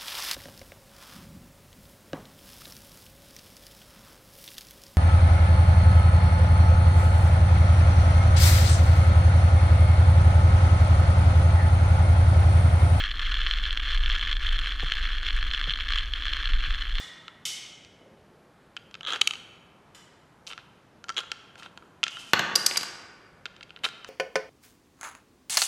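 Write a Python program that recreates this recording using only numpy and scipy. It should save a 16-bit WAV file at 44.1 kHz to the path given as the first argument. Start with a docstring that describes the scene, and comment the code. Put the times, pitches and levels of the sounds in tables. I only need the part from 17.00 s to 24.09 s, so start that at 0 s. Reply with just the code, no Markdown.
"""Small batteries click, chatter, slide and snap into a gadget's hollow plastic case, pushed by hand.
Each impact excites the damped normal modes of the body struck; a rough buzz follows two of them.
One cell slips out, thumps on the table and bounces on its steel can. Two clinks and soft bumps come
from further off. The large bare room reverberates for about a second over a soft ventilation rumble."""
import sys
import numpy as np
from scipy import signal
from scipy.fft import rfft, irfft
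from scipy.io import wavfile
from scipy.ndimage import uniform_filter1d

SR = 44100
rng = np.random.default_rng(int(sys.argv[2]) if len(sys.argv) > 2 else 0)


def store_pcm(level_fs):
    """Save levels as 16-bit WAV."""
    pcm = np.round(np.clip(level_fs, -1, 1) * 32767).astype(np.int16)
    wavfile.write(sys.argv[1], SR, np.atleast_2d(pcm).T)


N = 312669

# Each row: start in seconds, level in dB, hollow ring and treble in dB relative to that level.
CASE_CLICKS = [(.2803, -38, -2, -14), (.8479, -51.5, -29.5, 0), (1.7663, -34.5, -3, -7.5),
               (1.7729, -36.5, -19.5, -25), (1.9108, -54, -8.5, -4.5), (1.9421, -38, -10.5, -8.5),
               (1.952, -40.5, -4.5, -10.5), (2.0084, -37.5, -8, -14.5), (2.146, -42, 8, -12),
               (2.1525, -44.5, 8, -11.5), (2.1595, -36, 2.5, -5.5), (2.3546, -37, -11, -14),
               (3.4673, -48, -12, 4), (3.4718, -40, -31, 1.5), (3.477, -41, -30, -4),
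               (3.5124, -39.5, -6, -18), (3.5244, -39.5, -8, -12), (3.5324, -40, -4, -7.5),
               (3.5775, -42.5, 3, -7), (3.5882, -55, 10, -14), (4.041, -45.5, 3.5, 0.5),
               (4.0845, -43.5, 0.5, -3), (4.0925, -35, 6.5, 2.5), (4.1007, -40, 7, 0),
               (4.1222, -53, -11, -1), (4.1438, -52, -16, -2), (4.2045, -40, 1, -1), (4.2339, -50, 4, -6),
               (4.2395, -52, 7, -8), (4.3169, -28, -5.5, -2.5), (4.5555, -50.5, 3, -6),
               (4.6238, -53, 10, -6), (4.6311, -45.5, -10, -4), (4.6608, -46, 5, -14),
               (4.775, -44, 0.5, -5), (4.8235, -60.5, 10.5, -14.5), (5.031, -20, -10, -14.5),
               (5.0379, -17.5, -15, -6), (5.066, -32.5, -1.5, -12), (5.0804, -31, -8.5, -4),
               (5.1694, -40, 2, -18.5), (6.4559, -33, -1, -6.5), (6.4616, -37, -6, -13.5),
               (6.5645, -50, -7, -6), (6.6088, -44, -4, -18), (6.6285, -41, -19, -11),
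               (6.6322, -46.5, -14, -3), (6.6943, -53, -22, -18), (6.7053, -43, -5.5, -18),
               (6.7625, -41.5, -13, -22), (6.7721, -53.5, 5.5, -12), (6.7899, -54, -13, -10),
               (6.8364, -32.5, -2.5, -27.5), (6.8625, -44, 12, -8), (6.8876, -42.5, 0, 0),
               (7.0459, -41, 2.5, -2)]
# Each row: frequency in Hz, level in dB, decay time T60 in seconds. All mode tables share this form.
CASE_MODES = [(413, 10, 0.013), (784, 15, 0.0089), (1366, -3.5, 0.035), (1550, 0, 0.011), (2165, -4, 0.011),
              (2715, 9.5, 0.0068), (3087, 3.5, 0.016), (3540, -3.5, 0.014), (3725, 2, 0.0041),
              (4530, 23.5, 0.0018), (5710, 0, 0.014), (6400, 4.5, 0.0098), (7430, -3.5, 0.019)]
def case_clicks():
    """Impacts excite the shell's modes; a looser grip damps its hollow mode less."""
    hits = click_bands(CASE_CLICKS + chatter())
    loose = (hits[:, 0] > 4.0) & (hits[:, 0] < 4.3)  # seconds in which the hand eases off
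    loose_modes = list(CASE_MODES)
    hz, db, t60 = CASE_MODES[2]  # the hollow mode
    loose_modes[2] = (hz, db + 4, t60 * 1.5)
    return sum(strike(rows, modes, scatter_db=2.2, detune=.022, rise_s=.0001,
                      crack_s=.002, crack_db=(6, 4, 7, 4.1), smear=.8)
               for rows, modes in ((hits[~loose], CASE_MODES), (hits[loose], loose_modes)))


# Each row: start in seconds, number of catches, gap in seconds, peak level in dB,
# hollow ring and treble in dB relative to that level.
CHATTERS = [(3.4983, 3, 0.0039, -43, -8, -11), (6.842, 4, 0.0046, -21.5, -9.5, -17)]
def chatter():
    """Stick-slip motion over the spring gives nearly periodic click rows, weaker at either end."""
    rows = []
    for start, catches, gap_s, peak_db, hollow_db, treble_db in CHATTERS:
        jitter, scatter = rng.standard_normal((catches, 2)).T
        times = start + gap_s * (np.arange(catches) + .065 * jitter)
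        levels = peak_db - 6 * np.linspace(-1, 1, catches) ** 2 + 3 * scatter
        rows += [(s, db, hollow_db, treble_db) for s, db in zip(times, levels)]
    return rows


# Snaps, with the columns of CASE_CLICKS, and the modes of the case with the cell held tight.
SEATING_SNAPS = [(2.2126, -23, -26, -1), (2.215, -12, -18, -7), (2.2725, -30, -15, 2),
                 (2.2739, -15.5, -21.5, -2), (2.3086, -25.5, -12.5, -10), (2.3356, -33, -10.5, -8)]
SEATED_MODES = [(414.4, -1, 0.02), (798, 4.5, .012), (1279, 0, 0.021), (1900, 0, .01), (2380, -11, 0.014),
                (2684, -3, .014), (3055, 1.5, 0.015), (3800, -4, 0.015), (4400, 3, 0.0068),
                (5840, -4.5, .01), (6715, 1, .009), (7720, -5, .008), (7840, -5, .008), (9260, -8, .008)]
def seating_snaps():
    """The spring's stored energy drives a cell home in a hard, bright impact."""
    return strike(click_bands(SEATING_SNAPS), SEATED_MODES, scatter_db=1.1, detune=.005, rise_s=.00012,
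                  crack_s=.0012, crack_db=(-3.5, -2.5, 3.5, 8), smear=.34)


# Catches, with the columns of CASE_CLICKS, and the modes they excite.
SPRING_CATCHES = [(2.0314, -39, -7, -13.5), (2.0425, -43.5, -4.5, -19.5), (2.0495, -33.5, -10, -19),
                  (2.0639, -33, -4.5, -18.5), (2.0713, -28.5, -9, -17.5), (2.0765, -38, -6, -19),
                  (2.0818, -32, -10, -16.5), (2.0855, -33.5, -1, -19.5), (2.09, -34.5, -11, -14),
                  (2.0956, -34.5, -3, -16.5), (2.1042, -28, -12.5, -15.5), (2.1172, -33.5, -8.5, -28.5),
                  (2.1228, -29, -0.5, -8), (2.1335, -27, -4.5, -7.5), (2.138, -35.5, -3, -14.5),
                  (2.1415, -35, 2, -13.5), (2.1475, -49.5, 2, -12.5), (4.1661, -29.5, -15, -15),
                  (4.1714, -26.5, -10.5, -11), (4.1797, -23.5, -15, -10), (4.1833, -37, -6, -21),
                  (4.1878, -26, -8.5, -13), (4.1918, -34.5, -17, -11)]
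SPRING_MODES = [(420, 0.5, 0.017), (1290, -5, 0.027), (1620, -3.5, 0.02), (2080, -9.5, 0.015),
                (3050, -5.5, 0.021), (3300, 2.5, 0.018), (3850, 0.5, .008), (6260, -2.5, .008),
                (6970, -7, 0.011), (7500, -12, .008)]
def spring_catches():
    """A cell catching on the contact spring's coils delivers a train of small impulses."""
    return strike(click_bands(SPRING_CATCHES, bass_db=-15), SPRING_MODES, scatter_db=2.5, detune=.012,
                  rise_s=.000076, crack_s=.0015, crack_db=(-2, 0, -5.5, -7.5))


# Each row: start in seconds, hold in seconds, level in dB, treble in dB relative to that level.
SLIDES = [(2.065, 0.099, -36, -6), (3.466, 0.03, -48.5, 5), (3.495, 0.024, -47.5, -4),
          (3.58, 0.017, -50.5, -22), (4.164, 0.03, -33.5, -5), (4.573, 0.028, -47, -0.5),
          (4.621, 0.038, -47.5, -7), (5.095, 0.22, -53, 6.5), (5.185, 0.02, -58.5, 14),
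          (6.833, 0.02, -32, 2), (7.068, 0.027, -50.5, 4.5)]
def cell_slides(slips_per_s=9000, grit_db=1.5, attack_s=.013, fade_db_per_s=591):
    """Sliding friction: dense random slips ring the case's middle modes and hiss above them."""
    t, ring_t = np.arange(N) / SR, np.arange(SR // 10) / SR
    slips = (rng.random(N) < slips_per_s / SR) * rng.standard_normal(N)
    slips *= amp(grit_db * rng.standard_normal(N))
    ring = sum(amp(db) * decay(ring_t, t60) * np.sin(2 * np.pi * hz * ring_t)
               for hz, db, t60 in CASE_MODES if 900 < hz < 4200)
    rasp, hiss = convolve(slips, ring), band_pass(slips, 4400, 21000)
    out = np.zeros(N)
    for start, held_s, level_db, treble_db in SLIDES:
        rise = np.clip((t - start) / attack_s, 0, 1)
        level = rise * amp(level_db - fade_db_per_s * np.maximum(t - start - held_s, 0))
        out += level * (rasp / rasp.std() + amp(treble_db) * hiss / hiss.std())
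    return out


# Each row: start in seconds, level in dB.
BUZZES = [(5.1, -38.5), (6.9, -61)]
# Each row: centre frequency in Hz, bandwidth in Hz, level in dB.
BUZZ_RESONANCES = [(2930, 58, -1.5), (3080, 53, 0.5)]
def buzz(swell_s=.021, t60=.7):
    """Narrow resonances driven by noise ring roughly, as of a freed spring buzzing on the shell."""
    ring = sum(amp(db) * band_pass(rng.standard_normal(N), hz - width / 2, hz + width / 2)
               for hz, width, db in BUZZ_RESONANCES)
    envelope = np.zeros(N)
    for start, db in BUZZES:
        age = np.maximum(np.arange(N) / SR - start, 0)
        envelope += amp(db) * decay(age, t60) * (1 - np.exp(-age / swell_s)) ** 2
    return envelope * ring / ring.std()


# Each row: start in seconds, then bass, low-mid, mid and treble levels in dB.
TABLE_THUMPS = [(5.3336, -20.5, -12.5, -14, -17), (5.3931, -28.5, -19, -23, -24),
                (5.7104, -39, -49, -27.5, -39), (5.7591, -40, -36.5, -27, -56)]
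TABLE_MODES = [(95, -5, 0.097), (127, -3, 0.18), (240, 4.5, 0.074), (367, 18, 0.019), (545, 9.5, 0.079),
               (720, 16, 0.032), (970, 1, 0.0058), (1210, 7, 0.0097), (1470, 6.5, 0.0063), (2020, 9, 0.012),
               (2320, 7.5, 0.0084), (2900, 8, 0.012), (3480, -2, 0.008), (5300, 16, 0.0019),
               (6550, 20, 0.0026), (12400, 14.5, 0.0095), (12900, 19.5, 0.0045)]
def table_thumps():
    """The falling cell's impact sets the table vibrating; low modes ring longest."""
    return strike(TABLE_THUMPS, TABLE_MODES, scatter_db=1.7, detune=.017, rise_s=.000093,
                  crack_s=.0045, crack_db=(32, 23.7, 13.4, 5.1))


# Bounces, with the columns of TABLE_THUMPS, and the modes of the can.
CAN_BOUNCES = [(5.5543, -44, -34.5, -24.5, -16), (5.5578, -33, -42.5, -28.5, -8),
               (5.6615, -55.5, -44.5, -30.5, -15.5), (5.6635, -45.5, -33.5, -25, -8),
               (5.6655, -58.5, -53.5, -30.5, -13), (5.7705, -51, -32, -47, -18.5),
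               (5.7722, -46, -30.5, -39, -19), (5.7745, -56, -45, -45, -18), (5.8094, -40, -61, -35, -31),
               (5.8311, -45, -33.5, -35, -29)]
CAN_MODES = [(505, -19.5, 0.096), (1320, -11.5, 0.012), (2760, -3, 0.017), (3370, -2.5, 0.017),
             (4197, 13.5, 0.0052), (4780, 5.5, 0.024), (5900, 3, 0.0055), (6900, -6.5, 0.004),
             (7920, 1.5, 0.01), (9700, -6, 0.008), (11100, -12.5, .012), (11800, -0.5, 0.014),
             (13800, 1.5, 0.012)]
def can_bounces():
    """Each rebound excites the high modes of the cell's stiff steel can."""
    return strike(CAN_BOUNCES, CAN_MODES, scatter_db=1.6, detune=.0032, rise_s=.00041,
                  crack_s=.0018, crack_db=(7.1, 14, 8.3, 13), smear=.6)


# Clinks, with the columns of TABLE_THUMPS, and their modes.
FAR_CLINKS = [(.4528, -65.5, -53, -31.5, -26), (2.947, -87.5, -56.5, -52.5, -47.5)]
CLINK_MODES = [(514, -3, 0.045), (1460, 1, 0.04), (2180, -0.5, 0.016), (2985, 4.5, 0.03), (3142, -3, 0.045),
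               (3570, -6, 0.04), (5550, 2.5, 0.0068), (6300, -11, 0.02), (7150, -2, 0.03)]
def far_clinks():
    """A distant struck object vibrates freely in inharmonic modes."""
    return strike(FAR_CLINKS, CLINK_MODES, scatter_db=2.1, detune=.0057, rise_s=.00037,
                  crack_s=.015, crack_db=(2, 9, 1.5, .5))


# Bumps, with the columns of TABLE_THUMPS.
FAR_BUMPS = [(1.0, -46.5, -77.5, -77.5, -90), (0.53, -69, -85.5, -80, -100)]
def far_bumps():
    """Soft impacts put most of their energy into the bass."""
    return strike(FAR_BUMPS, TABLE_MODES, scatter_db=3.5, detune=.031, rise_s=.0006,
                  crack_s=.0051, crack_db=(21.48, 21.8, 22, 22))


# A snap, with the columns of TABLE_THUMPS, and its modes.
OPENING_SNAP = [(0.00053, -63, -35, -30.5, -32)]
OPENING_MODES = [(500, 2, .02), (1370, -5, 0.017), (1890, 6, .014), (2325, -3.5, .015), (3040, -1, .015),
                 (3496, 6, .017), (4150, -4, .012), (4990, -2, .012)]
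def opening_snap():
    """An impulsive source whose reverberation opens the scene."""
    return strike(OPENING_SNAP, OPENING_MODES, scatter_db=1.2, detune=.0058, rise_s=.0001,
                  crack_s=.0055, crack_db=(3, 3, 3, 8.6))


def click_bands(rows, bass_db=-14):
    """A click's spectrum in four bands: the bass follows the low-mid hollow ring, with scatter."""
    start, level, hollow, treble = np.transpose(rows)
    bass = level + hollow + bass_db + 3.5 * rng.standard_normal(len(rows))
    return np.transpose([start, bass, level + hollow, level, level + treble])


# Bass, low-mid, mid and treble. Each row: lower and upper band edge in Hz.
BANDS_HZ = [(100, 900), (900, 2000), (2000, 4200), (4200, 15500)]
def strike(hits, modes, scatter_db, detune, rise_s, crack_s, crack_db, smear=1.5):
    """Modal superposition plus a crack of noise; each blow lands elsewhere and weights the modes anew."""
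    out, t = np.zeros(N + SR), np.arange(SR // 6) / SR
    hz, db, t60 = np.transpose(modes)[:, :, None]
    mode_band = np.searchsorted([hi for lo, hi in BANDS_HZ], hz[:, 0])
    contact = (1 - np.exp(-t / rise_s)) ** 2  # the force builds up over the contact time
    for start, *levels_db in hits:
        weight, tune, phase = rng.standard_normal((3, len(modes), 1))
        noise = rng.standard_normal(len(t))
        angle = 2 * np.pi * hz * (1 + detune * tune) * t + smear * phase
        ring = amp(db + scatter_db * weight) * decay(t, t60) * np.sin(angle)
        i = int(start * SR)
        for k, level_db in enumerate(levels_db):
            grit = np.roll(noise, k * SR // 50)  # unrelated noise for each band
            crack = amp(crack_db[k]) * grit * np.exp(-t / crack_s)
            part = band_pass(contact * (ring[mode_band == k].sum(axis=0) + crack), *BANDS_HZ[k], order=3)
            out[i:i + len(t)] += amp(level_db) * part / rms(part[:SR // 200])  # level of the first 5 ms
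    return out[:N]


# Each row: frequency in Hz, reverberation time T60 in seconds.
ROOM_T60 = [(200, 1.5), (1400, 1.745), (3700, 0.91), (9700, 0.65), (13300, 0.31), (16000, 0.16)]
def room(gap_s, rise_s):
    """Diffuse-field impulse response of unit energy: reflections swell, then decay band by band."""
    t = np.arange(2 * SR) / SR
    tail = sum(band * decay(t, on_log_hz(hz, ROOM_T60)) for hz, band in noise_bands(len(t)))
    tail *= 1 - np.exp(-np.maximum(t - gap_s, 0) / rise_s)
    return tail / np.sqrt(np.sum(tail ** 2))


# Each row: frequency in Hz, relative spectral density in dB.
VENT_SPECTRUM = [(15, -46), (25, -15.5), (53, -6), (122, -0.5), (193, 3), (267, -6), (289, -19),
                 (331, -3.5), (410, -4), (1200, -10), (2630, -21.5), (12800, -37), (15500, -52)]
def ventilation(level_db=-56.5, waver_db=1.5):
    """Broadband noise: a steady rumble and hiss whose bands waver independently."""
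    step, out = SR // 4, 0
    for hz, band in noise_bands(N):
        waver = uniform_filter1d(np.repeat(rng.standard_normal(N // step + 1), step), step)[:N]
        out += amp(on_log_hz(hz, VENT_SPECTRUM) + waver_db * waver) * band
    return amp(level_db) * out / rms(out)


def noise_bands(length):
    """White noise split into half-octave bands, as (centre in Hz, signal) pairs."""
    hz = np.maximum(np.arange(length // 2 + 1) * SR / length, 1)
    white = rfft(rng.standard_normal(length))
    for centre in 30 * 2 ** np.arange(0, 9.6, .5):
        triangle = np.clip(1 - np.abs(2 * np.log2(hz / centre)), 0, 1)
        yield centre, irfft(white * triangle, length)


def on_log_hz(hz, table):
    """Interpolation on a log-frequency axis."""
    freqs, values = np.transpose(table)
    return np.interp(np.log(hz), np.log(freqs), values)


def band_pass(x, lo_hz, hi_hz, order=2):
    """Butterworth band-pass."""
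    return signal.sosfilt(signal.butter(order, [lo_hz, hi_hz], "band", fs=SR, output="sos"), x)


def amp(db):
    return 10 ** (np.asarray(db) / 20)


def decay(t, t60):
    return amp(-60 * t / t60)


def rms(x):
    return np.sqrt(np.mean(x ** 2))


def convolve(x, response, skip=0):
    return signal.fftconvolve(x, response)[skip:skip + N]


def scene():
    """Direct and reverberant fields add; distant sources are heard mostly through the room."""
    clicks, snaps = case_clicks(), seating_snaps()
    case = band_pass(clicks + snaps + spring_catches() + buzz() + cell_slides(), 300, 11000)
    table, can = table_thumps(), can_bounces()
    clinks, bumps, opening = far_clinks(), far_bumps(), opening_snap()
    # hands shade the case, so it feeds the room less than the bare table does
    case_echo = convolve(amp(-16.5) * (case - .4 * snaps), room(gap_s=.0036, rise_s=.0026))
    fall = amp(-7) * band_pass(table, 60, 8000, order=1) + amp(-10.5) * can
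    fall_echo = convolve(fall, room(gap_s=.0042, rise_s=.0017))
    open_room = room(gap_s=0, rise_s=.00011)
    far_echo = convolve(amp(3.5) * clinks + amp(.5) * bumps, open_room)
    opening_echo = convolve(opening, open_room, skip=int(.03 * SR))  # already ringing at the start
    direct = case + table + can + clinks
    echoes = case_echo + fall_echo + far_echo + opening_echo
    mono = band_pass(direct + echoes, 60, 6900) + ventilation()
    return np.array([mono, mono])


def record(dry):
    """Band limiting and saturation: one microphone loses the top treble and rounds the loudest peaks."""
    heard = signal.sosfilt(signal.cheby1(6, 1, 13900, fs=SR, output="sos"), dry)
    soft = np.tanh(.7 * heard) / .7
    return signal.sosfilt(signal.ellip(10, .2, 70, 15600, fs=SR, output="sos"), soft)


dry = scene()
out = record(dry)
store_pcm(out)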